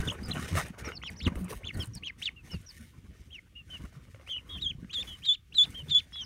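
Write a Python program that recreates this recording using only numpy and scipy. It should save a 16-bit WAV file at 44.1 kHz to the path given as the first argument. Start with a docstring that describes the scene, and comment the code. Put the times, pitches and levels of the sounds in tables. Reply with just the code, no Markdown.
"""Inside a cardboard box, ducklings and chicks peep close by. Each peep is a sliding whistle that flutters when
soft and steadies when pushed hard; loud calls crack into a rasp. Bodies bump the wall, beaks tap the plastic
feeder and wood shavings snap, all with a short echo off the cardboard. Feet rustle through the shavings over a
lumpy low rumble. A low room rumble and faint hiss lie beneath."""
import sys
import numpy as np
from scipy import signal
from scipy.fft import rfft, irfft
from scipy.io import wavfile
from scipy.ndimage import uniform_filter1d

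SR = 44100
rng = np.random.default_rng(int(sys.argv[2]) if len(sys.argv) > 2 else 0)


def materialize(psi):
    """Save the field psi as 16-bit PCM at rate SR to the path in sys.argv[1].

    A 1-D psi becomes a single channel; in a 2-D psi each row is a channel.
    """
    bounded = np.clip(np.atleast_2d(psi).T, -1, 1)
    quanta = np.round(bounded * 32767).astype(np.int16)
    wavfile.write(sys.argv[1], SR, quanta)


N = 275625

# Loud warbles (soft climb, strong middle, quick drop), one list a call: time_s, pitch_hz, level_db
LOUD_CALLS = [
    [(0.073, 3300, -36), (0.079, 3720, -36), (0.088, 2980, -29), (0.096, 2540, -46), (0.1, 2960, -29.5),
     (0.108, 3470, -39), (0.12, 2800, -44)],
    [(4.262, 2100, -58), (4.296, 3270, -44), (4.3024, 3126, -42), (4.3194, 3225, -34.5),
     (4.3438, 2890, -37), (4.3752, 3035, -37), (4.3807, 2870, -36.5), (4.392, 2320, -57),
     (4.402, 2000, -68)],
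    [(4.579, 2320, -47), (4.595, 3150, -50), (4.612, 3750, -52), (4.625, 3860, -35), (4.657, 3330, -35.5),
     (4.666, 3225, -26.5), (4.679, 3210, -31), (4.69, 3460, -38.5), (4.707, 3166, -32), (4.7247, 1870, -59)],
    [(4.893, 2200, -52.5), (4.912, 3200, -46), (4.922, 3400, -54), (4.9374, 3970, -65),
     (4.9454, 3764, -33.5), (4.9833, 3240, -32), (5.0172, 3680, -35.5), (5.0252, 3450, -38.5),
     (5.0307, 2500, -41), (5.0377, 2000, -64)],
    [(5.218, 2235, -54), (5.238, 3350, -50.5), (5.2564, 4050, -39), (5.2684, 3695, -32),
     (5.2835, 3665, -29), (5.29, 3432, -20), (5.326, 3481, -24), (5.34, 3690, -38), (5.3497, 3200, -36.5),
     (5.3617, 1990, -59.5)],
    [(5.522, 2340, -42.5), (5.54, 3906, -65), (5.5539, 4110, -36.5), (5.5804, 3732, -28),
     (5.5848, 3514, -16.5), (5.6038, 3394, -19), (5.6213, 3494, -18.5), (5.6342, 3460, -23.5),
     (5.6427, 3740, -31.5), (5.6607, 1970, -52)],
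    [(5.881, 3310, -47), (5.9044, 3982, -54), (5.91, 3630, -31), (5.9189, 3597, -24.5), (5.9455, 3370, -29),
     (5.9498, 3408, -18.5), (5.9638, 3432, -19), (5.9858, 3454, -24), (5.9937, 3590, -37),
     (6.0107, 2010, -45.5)],
]
# The voice of each loud call: overtone_db, breath_db
LOUD_CALL_VOICES = [(-17, -20), (-28, -40), (-28, -40), (-22.5, -19), (-27, -20.5), (-24.5, -22),
                    (-26.5, -25)]
# Rasps where a voice cracks: start_s, level_db, length_s
VOICE_CRACKS = [(1.053, -53, 0.039), (1.657, -57, 0.02), (2.05, -53, 0.048), (2.25, -41, 0.023),
                (4.607, -47, 0.024), (4.925, -36, 0.029), (5.01, -52, 0.018), (5.241, -41, 0.033),
                (5.284, -50, 0.0069), (5.329, -46, 0.031), (5.538, -44.5, 0.019), (5.574, -42, 0.0062),
                (5.622, -41.5, 0.039), (5.888, -38.5, 0.031), (5.944, -37, 0.0063), (5.978, -42, 0.032)]
# A bird close by (shares run from 0 to 1): start_s, length_s, first_hz, top_hz, last_hz,
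# top_at_share, climb_db, fall_db, fall_shape_share, break_db
CLOSE_PEEPS = [(0.307, .031, 2920, 4060, 2800, 0.39, -39, -42.5, 0.96, 10),
               (1.015, 0.088, 1830, 3505, 1765, .45, -44, -39, 0.43, -4),
               (1.202, 0.082, 1875, 3900, 1837, 0.56, -43, -32, 0.41, -7.5),
               (1.631, .084, 1743, 3547, 1940, 0.48, -44.5, -39.5, 0.74, 6.5),
               (2.024, 0.0848, 1860, 3320, 1890, 0.41, -42, -38, .45, 1.5),
               (2.216, 0.078, 1804, 3950, 2000, 0.43, -37, -30.5, 0.3, -6.5),
               (3.3, 0.096, 2220, 3305, 2010, 0.24, -59.5, -46, 0.56, -1)]
# The voice of each close peep: overtone_db, breath_db
CLOSE_VOICES = [(-33, -21), (-19.5, -14), (-18.5, -7), (-24, -9), (-19.5, -13.5), (-20.5, -9.5), (-26, -15)]
# How well each pitch of the close bird carries: pitch_hz, gain_db
PITCH_CARRY = [(1800, -1), (2050, 1), (2450, -10.5), (2800, 2), (3050, -2), (3400, -3), (3700, -5),
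               (4000, -4.5), (4500, 18)]
# Soft, fairly flat peeps: start_s, length_s, first_hz, top_hz, last_hz, top_at_share, early_db, late_db
SOFT_PEEPS = [(0.913, 0.048, 3040, 3010, 2600, .02, -51, -54),
              (1.04, .039, 3260, 3216, 2820, .02, -48, -49),
              (1.797, 0.043, 3460, 3300, 2810, 0.018, -40.5, -34),
              (2.36, 0.058, 2860, 2820, 2480, 0.11, -51, -58),
              (2.497, 0.076, 3080, 2980, 2640, 0.077, -52, -49.5),
              (3.552, 0.072, 2720, 2874, 2650, 0.33, -47.5, -50.5),
              (3.699, 0.076, 3080, 3060, 2720, 0.38, -47.5, -40),
              (4.291, .12, 3310, 3450, 2726, 0.11, -44.5, -51),
              (4.489, 0.1, 3225, 3340, 3055, 0.27, -46, -42),
              (4.493, 0.091, 3545, 3760, 3250, 0.19, -53, -44),
              (5.067, 0.074, 2960, 3070, 2920, 0.23, -52, -48),
              (5.069, .099, 3420, 3400, 2890, 0.11, -47, -47),
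              (5.232, 0.11, 3060, 3234, 3000, 0.29, -44.5, -41),
              (5.743, 0.084, 3020, 3200, 2860, 0.31, -42, -42.5),
              (5.911, 0.093, 2977, 3300, 3050, 0.27, -41.5, -34.5),
              (6.126, .115, 3260, 3404, 2940, 0.36, -46, -34),
              (6.13, 0.096, 3760, 3950, 3350, 0.24, -57.5, -45)]
# Thin, high peeps: the same columns as the soft ones, then fall_shape_share
THIN_PEEPS = [(0.231, 0.049, 4500, 5130, 4620, 0.29, -50, -54, 1),
              (0.847, 0.034, 5130, 5800, 5020, 0.24, -48, -46, .5),
              (0.93, 0.05, 5650, 5430, 4260, 0.42, -68, -39, .9),
              (1.041, 0.055, 5140, 5630, 4400, 0.49, -63, -51, 0.65),
              (1.158, 0.053, 3830, 5980, 4140, 0.45, -58, -45, .97),
              (1.225, 0.031, 5500, 5540, 3880, 0.018, -54, -53, .5),
              (1.739, 0.022, 4730, 4640, 4000, .02, -56, -59, .6),
              (1.796, 0.049, 5570, 5400, 3960, 0.204, -52, -50.5, .8),
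              (1.935, 0.05, 5684, 5650, 4290, 0.24, -50, -50, 1),
              (2.255, 0.011, 4500, 4450, 4200, .1, -38, -48, 0.54),
              (2.515, 0.045, 5500, 5400, 4250, 0.16, -45.5, -61, 0.97),
              (2.66, 0.055, 5640, 5820, 4240, 0.22, -56, -48.5, 0.69),
              (6.126, 0.024, 5400, 5370, 5050, .3, -58, -52, 0.55),
              (6.209, 0.041, 5400, 6140, 4930, 0.36, -54, -49.5, .5)]
# Bodies against the wall: start_s, peak_db, pitch_hz, rise_s
WALL_BUMPS = [(0., -18, 71.6, 0.0021), (0.053, -35, 108, 0.013), (0.223, -28, 195, 0.0024),
              (0.235, -33, 91.5, 0.0079), (0.286, -28, 114, 0.0021), (0.33, -34, 149, 0.012),
              (0.366, -27, 205, 0.0032), (0.392, -27, 171, 0.0034), (0.414, -35, 99, 0.011),
              (0.436, -29, 90, 0.0042), (0.517, -30.5, 87, 0.023), (0.552, -29.5, 142, 0.017),
              (0.701, -33.5, 192, 0.0054), (0.871, -35.5, 263, 0.0046), (1.2643, -19.5, 194, 0.0037),
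              (1.276, -34, 61, 0.0061), (1.317, -29, 185, 0.0045), (1.357, -32, 243, 0.0025),
              (1.362, -27.5, 62, 0.0057), (1.404, -30.5, 179.6, 0.029), (1.549, -39.5, 47.4, 0.02),
              (1.762, -28.5, 160, 0.0042), (1.779, -29, 89, 0.0035), (1.868, -36, 114, 0.024),
              (2.543, -26.5, 144, 0.0036), (2.554, -33.5, 83, 0.012), (2.792, -47, 228, 0.019),
              (3.801, -38, 152, 0.0056), (3.839, -31, 162, 0.0039), (3.962, -38.5, 134, 0.0097),
              (4.131, -43, 103, 0.014), (4.559, -41, 186, 0.0089), (4.748, -36, 132, 0.0064),
              (4.828, -31, 156, 0.0028), (4.845, -34, 180, 0.0043), (4.983, -50, 500, 0.0094),
              (5.107, -40, 81, 0.004), (5.821, -40.5, 140, 0.016), (5.868, -40, 145, 0.027)]
# Beaks on hard plastic: start_s, ring_db, hollow_db
BEAK_TAPS = [(0.231, -40, -55), (0.553, -24, -22.5), (0.846, -27, -45), (0.87, -52, -36),
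             (0.919, -24.5, -58), (1.036, -23.5, -65), (1.276, -23.5, -55), (1.356, -30.5, -59),
             (1.482, -34, -57), (1.504, -42, -30), (2.542, -46, -51), (4.023, -66, -71), (4.052, -48, -55),
             (4.083, -52, -51), (4.146, -37.5, -39), (4.161, -44, -46), (4.197, -44, -41.5),
             (4.212, -43, -46), (4.275, -36, -48), (4.291, -37, -42), (4.321, -42, -65), (4.364, -38, -45),
             (4.411, -47, -53), (4.846, -42.5, -54), (6.123, -40.5, -78), (6.158, -35, -69)]
# The feeder's ringing tones (a fade is the time to drop 60 dB): pitch_hz, gain_db, fade_s
FEEDER_TONES = [(1360, -1, 0.0052), (1925, -4, 0.0095), (2630, -10.5, 0.011), (3240, -23, 0.01)]
# Single shavings breaking: start_s, level_db, fade_s
SHAVING_SNAPS = [(0.049, -46, 0.045), (0.1234, -46, 0.087), (0.227, -55, 0.068), (0.258, -45, 0.019),
                 (0.285, -40, 0.024), (0.3336, -45, 0.075), (0.395, -43, 0.023), (0.486, -42.5, 0.029),
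                 (0.5853, -31.5, 0.034), (0.682, -37, 0.015), (1.102, -41.5, 0.022), (1.265, -48, 0.024),
                 (1.3546, -44, 0.032), (1.443, -41, 0.027), (1.4815, -53, 0.029), (1.743, -44, 0.022),
                 (1.7708, -42, 0.04), (1.797, -46, 0.029), (1.824, -40.5, 0.035), (1.8424, -42, 0.026),
                 (1.8557, -36, 0.019), (1.8696, -42, 0.021), (1.95, -31.5, 0.018), (1.97, -53, 0.023),
                 (2.611, -55, 0.047), (5.5536, -59, 0.055), (5.703, -47, 0.036)]
# Constant stirring in the box: time_s, rustle_db, crunch_over_rustle_db, rumble_db
STIRRING = [(0, -60, 13, -48.5), (.65, -67, 10, -46), (.75, -71, 16, -53.5), (1.0, -71.5, 9.5, -45.5),
            (1.3, -67.5, 12.5, -45), (1.65, -69, 9, -47.5), (2.0, -70.5, 1.5, -47.5),
            (2.12, -85, 10.5, -54.5), (2.6, -67.5, -1.5, -57.5), (3.0, -74.5, 3, -52.5),
            (3.2, -67, 2, -52.5), (3.53, -78.5, 2, -61), (3.95, -69.5, 0, -48), (4.15, -70.5, -1, -59),
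            (4.8, -70, 1, -49), (5.269, -66, -0.5, -54.5), (5.38, -95, 7, -65.5), (5.55, -68, -5, -58.5),
            (6.25, -63, -7, -57)]
# Single sweeps of a foot: start_s, length_s, rustle_db, fizz_db, crunch_db, rumble_db
FOOT_SWEEPS = [(0, 0.024, -35, -68, -43, -41), (0, 0.16, -53.5, -87, -46, -41.5),
               (0.175, 0.2, -80, -93, -73, -42), (0.278, 0.066, -48.5, -86, -39.5, -46),
               (.335, 0.18, -48.5, -91, -42, -41), (.475, 0.054, -41.5, -87, -44, -40),
               (.51, 0.081, -52.5, -85, -44.5, -36), (0.546, 0.11, -37.5, -85, -34, -44),
               (0.644, 0.074, -55, -85, -50, -60), (0.778, 0.055, -45.5, -92, -48, -65),
               (0.831, 0.12, -55, -94, -46.5, -54.5), (1.106, 0.045, -56, -81, -51, -63),
               (1.265, 0.028, -42, -61, -32.5, -20), (1.348, 0.12, -65.5, -62, -69, -44.5),
               (1.481, 0.12, -50.5, -54.5, -50.5, -67), (1.72, 0.14, -64, -66, -54, -50),
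               (1.761, 0.12, -56, -84, -48.5, -43.5), (1.95, 0.042, -60, -80, -61, -55),
               (2.177, 0.13, -51, -91, -69, -55), (2.426, 0.2, -62, -81, -68.5, -63),
               (2.528, 0.05, -64, -90, -52, -36), (2.678, 0.27, -64, -73, -75, -88),
               (3.65, 0.33, -65, -94, -74, -61), (3.787, 0.098, -84, -88, -56.5, -43),
               (4.262, 0.097, -64, -80, -86, -87), (4.449, 0.26, -68.5, -76, -62.5, -52.5),
               (4.895, .36, -62.5, -75, -64.5, -71), (5.568, 0.49, -64.5, -75.5, -63, -52.5)]
# Pitches that the cardboard and feeder strengthen: pitch_hz, width_hz, lift_db
BOX_RESONANCES = [(600, 25, 1.5), (939, 73, 1), (1156, 260, 4), (1501, 65, 6), (1833, 69, 5),
                  (2165, 250, 4.5), (2960, 92, 6), (3690, 340, 3), (6560, 300, 2.5), (8880, 1100, 3.5)]
# The tone colour of each noise, from low to high: frequency_hz, gain_db
RUSTLE_COLOUR = [(1060, -29), (1800, -3), (2160, -4), (4370, -10.5), (6130, -8), (7420, -14), (9160, -13),
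                 (10400, -16), (16000, -23)]  # dry shavings
CRUNCH_COLOUR = [(210, -30), (350, 4.5), (633, 2.5), (837, -2.5), (1450, -1), (2570, -10), (3000, -15),
                 (3900, -47), (6600, -120)]  # shavings under weight
RUMBLE_COLOUR = [(12, -44.5), (20, -51.5), (40, 4), (81, 11), (114, 3), (182, 2), (325, -7.5), (431, -17),
                 (500, -14.5), (650, -61.5), (1100, -120)]  # a lumpy low rumble
HISS_COLOUR = [(120, -29), (200, -25), (1040, -17), (1230, -5.5), (1350, -11.5), (3070, -6.5), (3490, -10),
               (3900, -14), (16000, -23)]  # faint hiss
ROOM_COLOUR = [(20, -40.5), (40, -4), (65, 2.5), (100, -3), (140, -12), (250, -49.5)]  # steady room rumble
RASP_COLOUR = [(700, -32.5), (1300, -15.5), (2500, -9.5), (3900, 6), (5500, -18), (7500, -16),
               (10000, -59)]
SNAP_COLOUR = [(3000, -30), (6500, -12), (8800, 0), (11000, -10), (16000, -17)]
FIZZ_COLOUR = [(3000, -57), (6000, -25), (9000, 20.5), (12000, 18), (16000, 15)]


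def birds():
    """Four kinds of whistle: loud warbles, close peeps, soft peeps and thin high ones."""
    out = np.zeros(N)
    for path, (overtone_db, breath_db) in zip(LOUD_CALLS, LOUD_CALL_VOICES):
        add(out, *peep(path, overtone_db, breath_db, flutter_db=2))
    for row, (overtone_db, breath_db) in zip(CLOSE_PEEPS, CLOSE_VOICES):
        add(out, *peep(breaking_arch(row), overtone_db, breath_db, flutter_db=3))
    for row in SOFT_PEEPS:
        path = arch(*row, fall_shape=0.55, edge_db=-12, turn_rad=0.26)
        add(out, *peep(path, overtone_db=-41.5, breath_db=-21.5, flutter_db=0.9))
    for row in THIN_PEEPS:
        path = arch(*row, edge_db=-1.5, turn_rad=0.098)
        add(out, *peep(path, overtone_db=-44, breath_db=-14, flutter_db=3))
    return out


def peep(path, overtone_db, breath_db, flutter_db):
    """A whistle, steady when pushed hard, fluttery and breathy when soft. 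Returns start and sound."""
    times, hz, db = np.transpose(path)
    t = np.arange(times[0], times[-1], 1 / SR)
    pitch = uniform_filter1d(np.interp(t, times, hz), 130, mode="nearest")  # muscles round the corners
    level_db = np.interp(t, times, db)
    slack = np.clip((-24.5 - level_db) / 14, 0.1, 1)  # the softer the voice, the slacker
    waver = 0.066 * slack * drift(0.0032, len(t))  # a slack voice box keeps uneven time
    phase = 2 * np.pi * (np.cumsum(pitch) / SR + waver)
    tone = np.sin(phase) * gain_of(slack * flutter_db * drift(0.0027, len(t)))
    dull_db = 5.5 * np.maximum(3660 - pitch, 0) / 1000  # overtones fade as the pitch sinks
    for step in range(3):  # each overtone is 15 dB weaker than the one before
        unsteady_db = 7.6 * slack * drift(0.0038, len(t))
        tone += gain_of(overtone_db - dull_db - 15 * step + unsteady_db) * np.sin((step + 2) * phase)
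    breath = slack * gain_of(breath_db) * drift(0.00061, len(t)) * np.cos(phase)
    soft_edges = signal.windows.tukey(len(t), 0.08)
    return times[0], np.sqrt(2) * gain_of(level_db) * (tone + breath) * soft_edges


def arch(start, length, first_hz, top_hz, last_hz, top_at, early_db, late_db, fall_shape,
         edge_db, turn_rad):
    """A peep's path: the pitch bends to top_hz, then slides down; more turn_rad sharpens the turn."""
    attack_s, release_s = 0.0087, 0.024
    progress = np.linspace(0, 1, 48)
    before_top = np.maximum(1 - progress / top_at, 0)
    after_top = np.maximum((progress - top_at) / (1 - top_at), 0)
    end_rad = np.pi * fall_shape  # the fall is part of a cosine; a shape of 1 ends flat
    angle = turn_rad + (end_rad - turn_rad) * after_top
    slide = (np.cos(turn_rad) - np.cos(angle)) / (np.cos(turn_rad) - np.cos(end_rad))
    hz = top_hz - (top_hz - first_hz) * before_top ** 2.2 - (top_hz - last_hz) * slide
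    edges = np.maximum(1 - progress * length / attack_s, 1 - (1 - progress) * length / release_s)
    db = early_db + (late_db - early_db) * progress + edge_db * np.maximum(edges, 0)
    return np.transpose([start + progress * length, hz, db])


def breaking_arch(row):
    """An arch whose level steps at the top, where the voice may break for a moment."""
    start, length, first_hz, top_hz, last_hz, top_at, climb_db, fall_db, fall_shape, break_db = row
    times, hz, db = arch(start, length, first_hz, top_hz, last_hz, top_at, 0, 0, fall_shape,
                         edge_db=-2.5, turn_rad=0.51).T
    changeover_s = 0.0076
    past_top = (times - start - top_at * length) / changeover_s
    db = db + climb_db + (fall_db - climb_db) * (1 + np.tanh(past_top)) / 2
    db += break_db * np.exp(-past_top ** 2)
    db += np.interp(hz, *np.transpose(PITCH_CARRY))
    return np.transpose([times, hz, db])


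def voice_cracks():
    """A loud voice cracks into a short swell of rasping noise."""
    out, t = np.zeros(N), np.arange(2048) / SR
    for start, db, length in VOICE_CRACKS:
        swell = np.sin(np.pi * np.clip(t / length, 0, 1)) ** 2
        add(out, start, gain_of(db) * noise(RASP_COLOUR, len(t)) * swell)
    return out


def wall_bumps():
    """A soft body leans into the cardboard and lets go, so the wall flexes with a low thud."""
    out, t = np.zeros(N), np.arange(round(0.3 * SR)) / SR
    for start, db, hz, rise_s in WALL_BUMPS:
        push = (t / rise_s * np.exp(1 - t / rise_s)) ** 2.37
        add(out, start, gain_of(db) * push * np.sin(2 * np.pi * hz * t))
    return out


def beak_taps():
    """A beak sets the plastic feeder ringing, along with the hollow of air inside it."""
    out, t = np.zeros(N), np.arange(round(0.3 * SR)) / SR
    hollow_hz = 546
    for start, ring_db, hollow_db in BEAK_TAPS:
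        shifts = rng.uniform(0.97, 1.126, len(FEEDER_TONES))  # each blow lands on a new spot
        ring = sum(strike(t, ring_db + db, fade_s, rise_s=0.00026) * np.sin(2 * np.pi * hz * shift * t)
                   for (hz, db, fade_s), shift in zip(FEEDER_TONES, shifts))
        air = strike(t, hollow_db, fade_s=0.023, rise_s=0.002) * np.sin(2 * np.pi * hollow_hz * t)
        add(out, start, ring + air)
    return out


def shaving_snaps():
    """Single shavings break, each with a quick spray of bright noise."""
    out, t = np.zeros(N), np.arange(round(0.3 * SR)) / SR
    for start, db, fade_s in SHAVING_SNAPS:
        add(out, start, noise(SNAP_COLOUR, len(t)) * strike(t, db, fade_s, rise_s=0.0025))
    return out


def feet_in_shavings():
    """Feet stir up a fine rustle, a fizz and a heavier crunch, over a lumpy low rumble."""
    t = np.arange(N) / SR
    fine = mottled(crackle(per_s=3000, spread_db=4.1, clump_db=2.1, friction=0.9), patchy_db=2.6)
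    coarse = mottled(crackle(per_s=700, spread_db=3, clump_db=4, friction=1.47), patchy_db=5)
    rustle = coloured(fine, RUSTLE_COLOUR, BOX_RESONANCES)
    fizz = coloured(fine, FIZZ_COLOUR)
    crunch = coloured(coarse, CRUNCH_COLOUR, BOX_RESONANCES)
    rumble = evened(noise(RUMBLE_COLOUR, N) * gain_of(3.65 * drift(0.024, N)))
    times, rustle_db, heavy_db, rumble_db = np.transpose(STIRRING)
    out = rustle * gain_of(np.interp(t, times, rustle_db))
    out += crunch * gain_of(np.interp(t, times, rustle_db + heavy_db))
    out += rumble * gain_of(np.interp(t, times, rumble_db))
    layers = np.array([rustle, fizz, crunch, rumble])
    jerks = gain_of(1.16 * drift(0.0055, N))  # claws catch and slip
    for start, length, *layer_db in FOOT_SWEEPS:
        end = start + length
        rise_s, fall_s = 0.0081 + 0.15 * length, 0.045 + 0.24 * length
        span = slice(round(start * SR), round(end * SR))
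        stroke = np.clip(np.minimum((t[span] - start) / rise_s, (end - t[span]) / fall_s), 0, 1)
        out[span] += stroke * jerks[span] * (gain_of(layer_db) @ layers[:, span])
    return out


def crackle(per_s, spread_db, clump_db, friction):
    """Tiny clicks of uneven size swell in clumps, along with a smooth rubbing noise."""
    sizes = gain_of(spread_db * np.minimum(rng.exponential(1, N), 4))
    hits = rng.random(N) < per_s / SR
    clicks = evened(sizes * hits * rng.choice([-1., 1.], N))
    rubbing = friction * rng.standard_normal(N)
    return (clicks + rubbing) * gain_of(clump_db * drift(0.019, N))


def mottled(x, patchy_db):
    """Each flake has its own tone colour, so narrow bands of the sound swell and fade."""
    bands = signal.stft(x, nperseg=512)[2]
    patches = uniform_filter1d(rng.standard_normal(bands.shape), size=3, axis=0)  # blur across pitch
    patches = evened(uniform_filter1d(patches, size=9, axis=1))  # blur across time
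    return evened(signal.istft(bands * gain_of(patchy_db * patches), nperseg=512)[1][:N])


def box_echo(x, fade_s, level_db):
    """The cardboard walls throw back a short tail, which is added to the sound."""
    t = np.arange(round(0.2 * SR)) / SR
    tail = rng.standard_normal(len(t)) * gain_of(-60 * t / fade_s) * (t > 0.0015)
    return x + gain_of(level_db) * signal.oaconvolve(x, tail / np.linalg.norm(tail))[:N]


def room_noise():
    """A faint hiss and the steady, deep rumble of the room."""
    return gain_of(-74) * noise(HISS_COLOUR, N) + gain_of(-59.5) * noise(ROOM_COLOUR, N)


def gain_of(db):
    """Turns decibels into a number to multiply by."""
    return 10 ** (np.asarray(db) / 20)


def evened(x):
    """Scales a signal to an average strength (rms) of 1."""
    return x / np.sqrt(np.mean(x ** 2) + 1e-20)


def add(mix, start_s, sound):
    """Mixes a sound in at its start time."""
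    part = mix[max(round(start_s * SR), 0):][:len(sound)]
    part += sound[:len(part)]


def strike(t, db, fade_s, rise_s):
    """The loudness of something struck: a quick rise, then a drop of 60 dB every fade_s."""
    return gain_of(db - 60 * t / fade_s) * (1 - np.exp(-t / rise_s))


def coloured(x, colour, resonances=()):
    """Gives x a tone colour, with a bell-shaped lift at each resonance, at strength 1."""
    hz = np.fft.rfftfreq(len(x), 1 / SR)
    points_hz, points_db = np.transpose(colour)
    db = np.interp(np.log(hz + 1), np.log(points_hz + 1), points_db)
    db += sum(lift_db / (1 + (2 * (hz - at_hz) / width_hz) ** 2)
              for at_hz, width_hz, lift_db in resonances)
    return evened(irfft(rfft(x) * gain_of(db), len(x)))


def noise(colour, count):
    """Random noise with the given tone colour."""
    return coloured(rng.standard_normal(count), colour)


def drift(seconds, count):
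    """A smooth random wobble of strength 1 that changes over about this time."""
    span = max(round(seconds * SR), 1)
    return evened(uniform_filter1d(uniform_filter1d(rng.standard_normal(count), span), span))


def scene():
    """Birds and knocks echo in the box, over shuffling feet and the room, in one channel."""
    room = room_noise()
    voices = birds() + voice_cracks()
    knocks = wall_bumps() + beak_taps() + shaving_snaps()
    boxed = box_echo(voices + knocks, fade_s=0.14, level_db=-20)
    return (boxed + feet_in_shavings() + room)[None]


def record(dry):
    """Cuts away the very highest treble."""
    cutoff_hz = 15830
    low_pass = signal.firwin(511, cutoff_hz, window=("kaiser", 9), fs=SR)
    return signal.oaconvolve(dry, low_pass[None], "same")


dry = scene()
out = record(dry)
materialize(out)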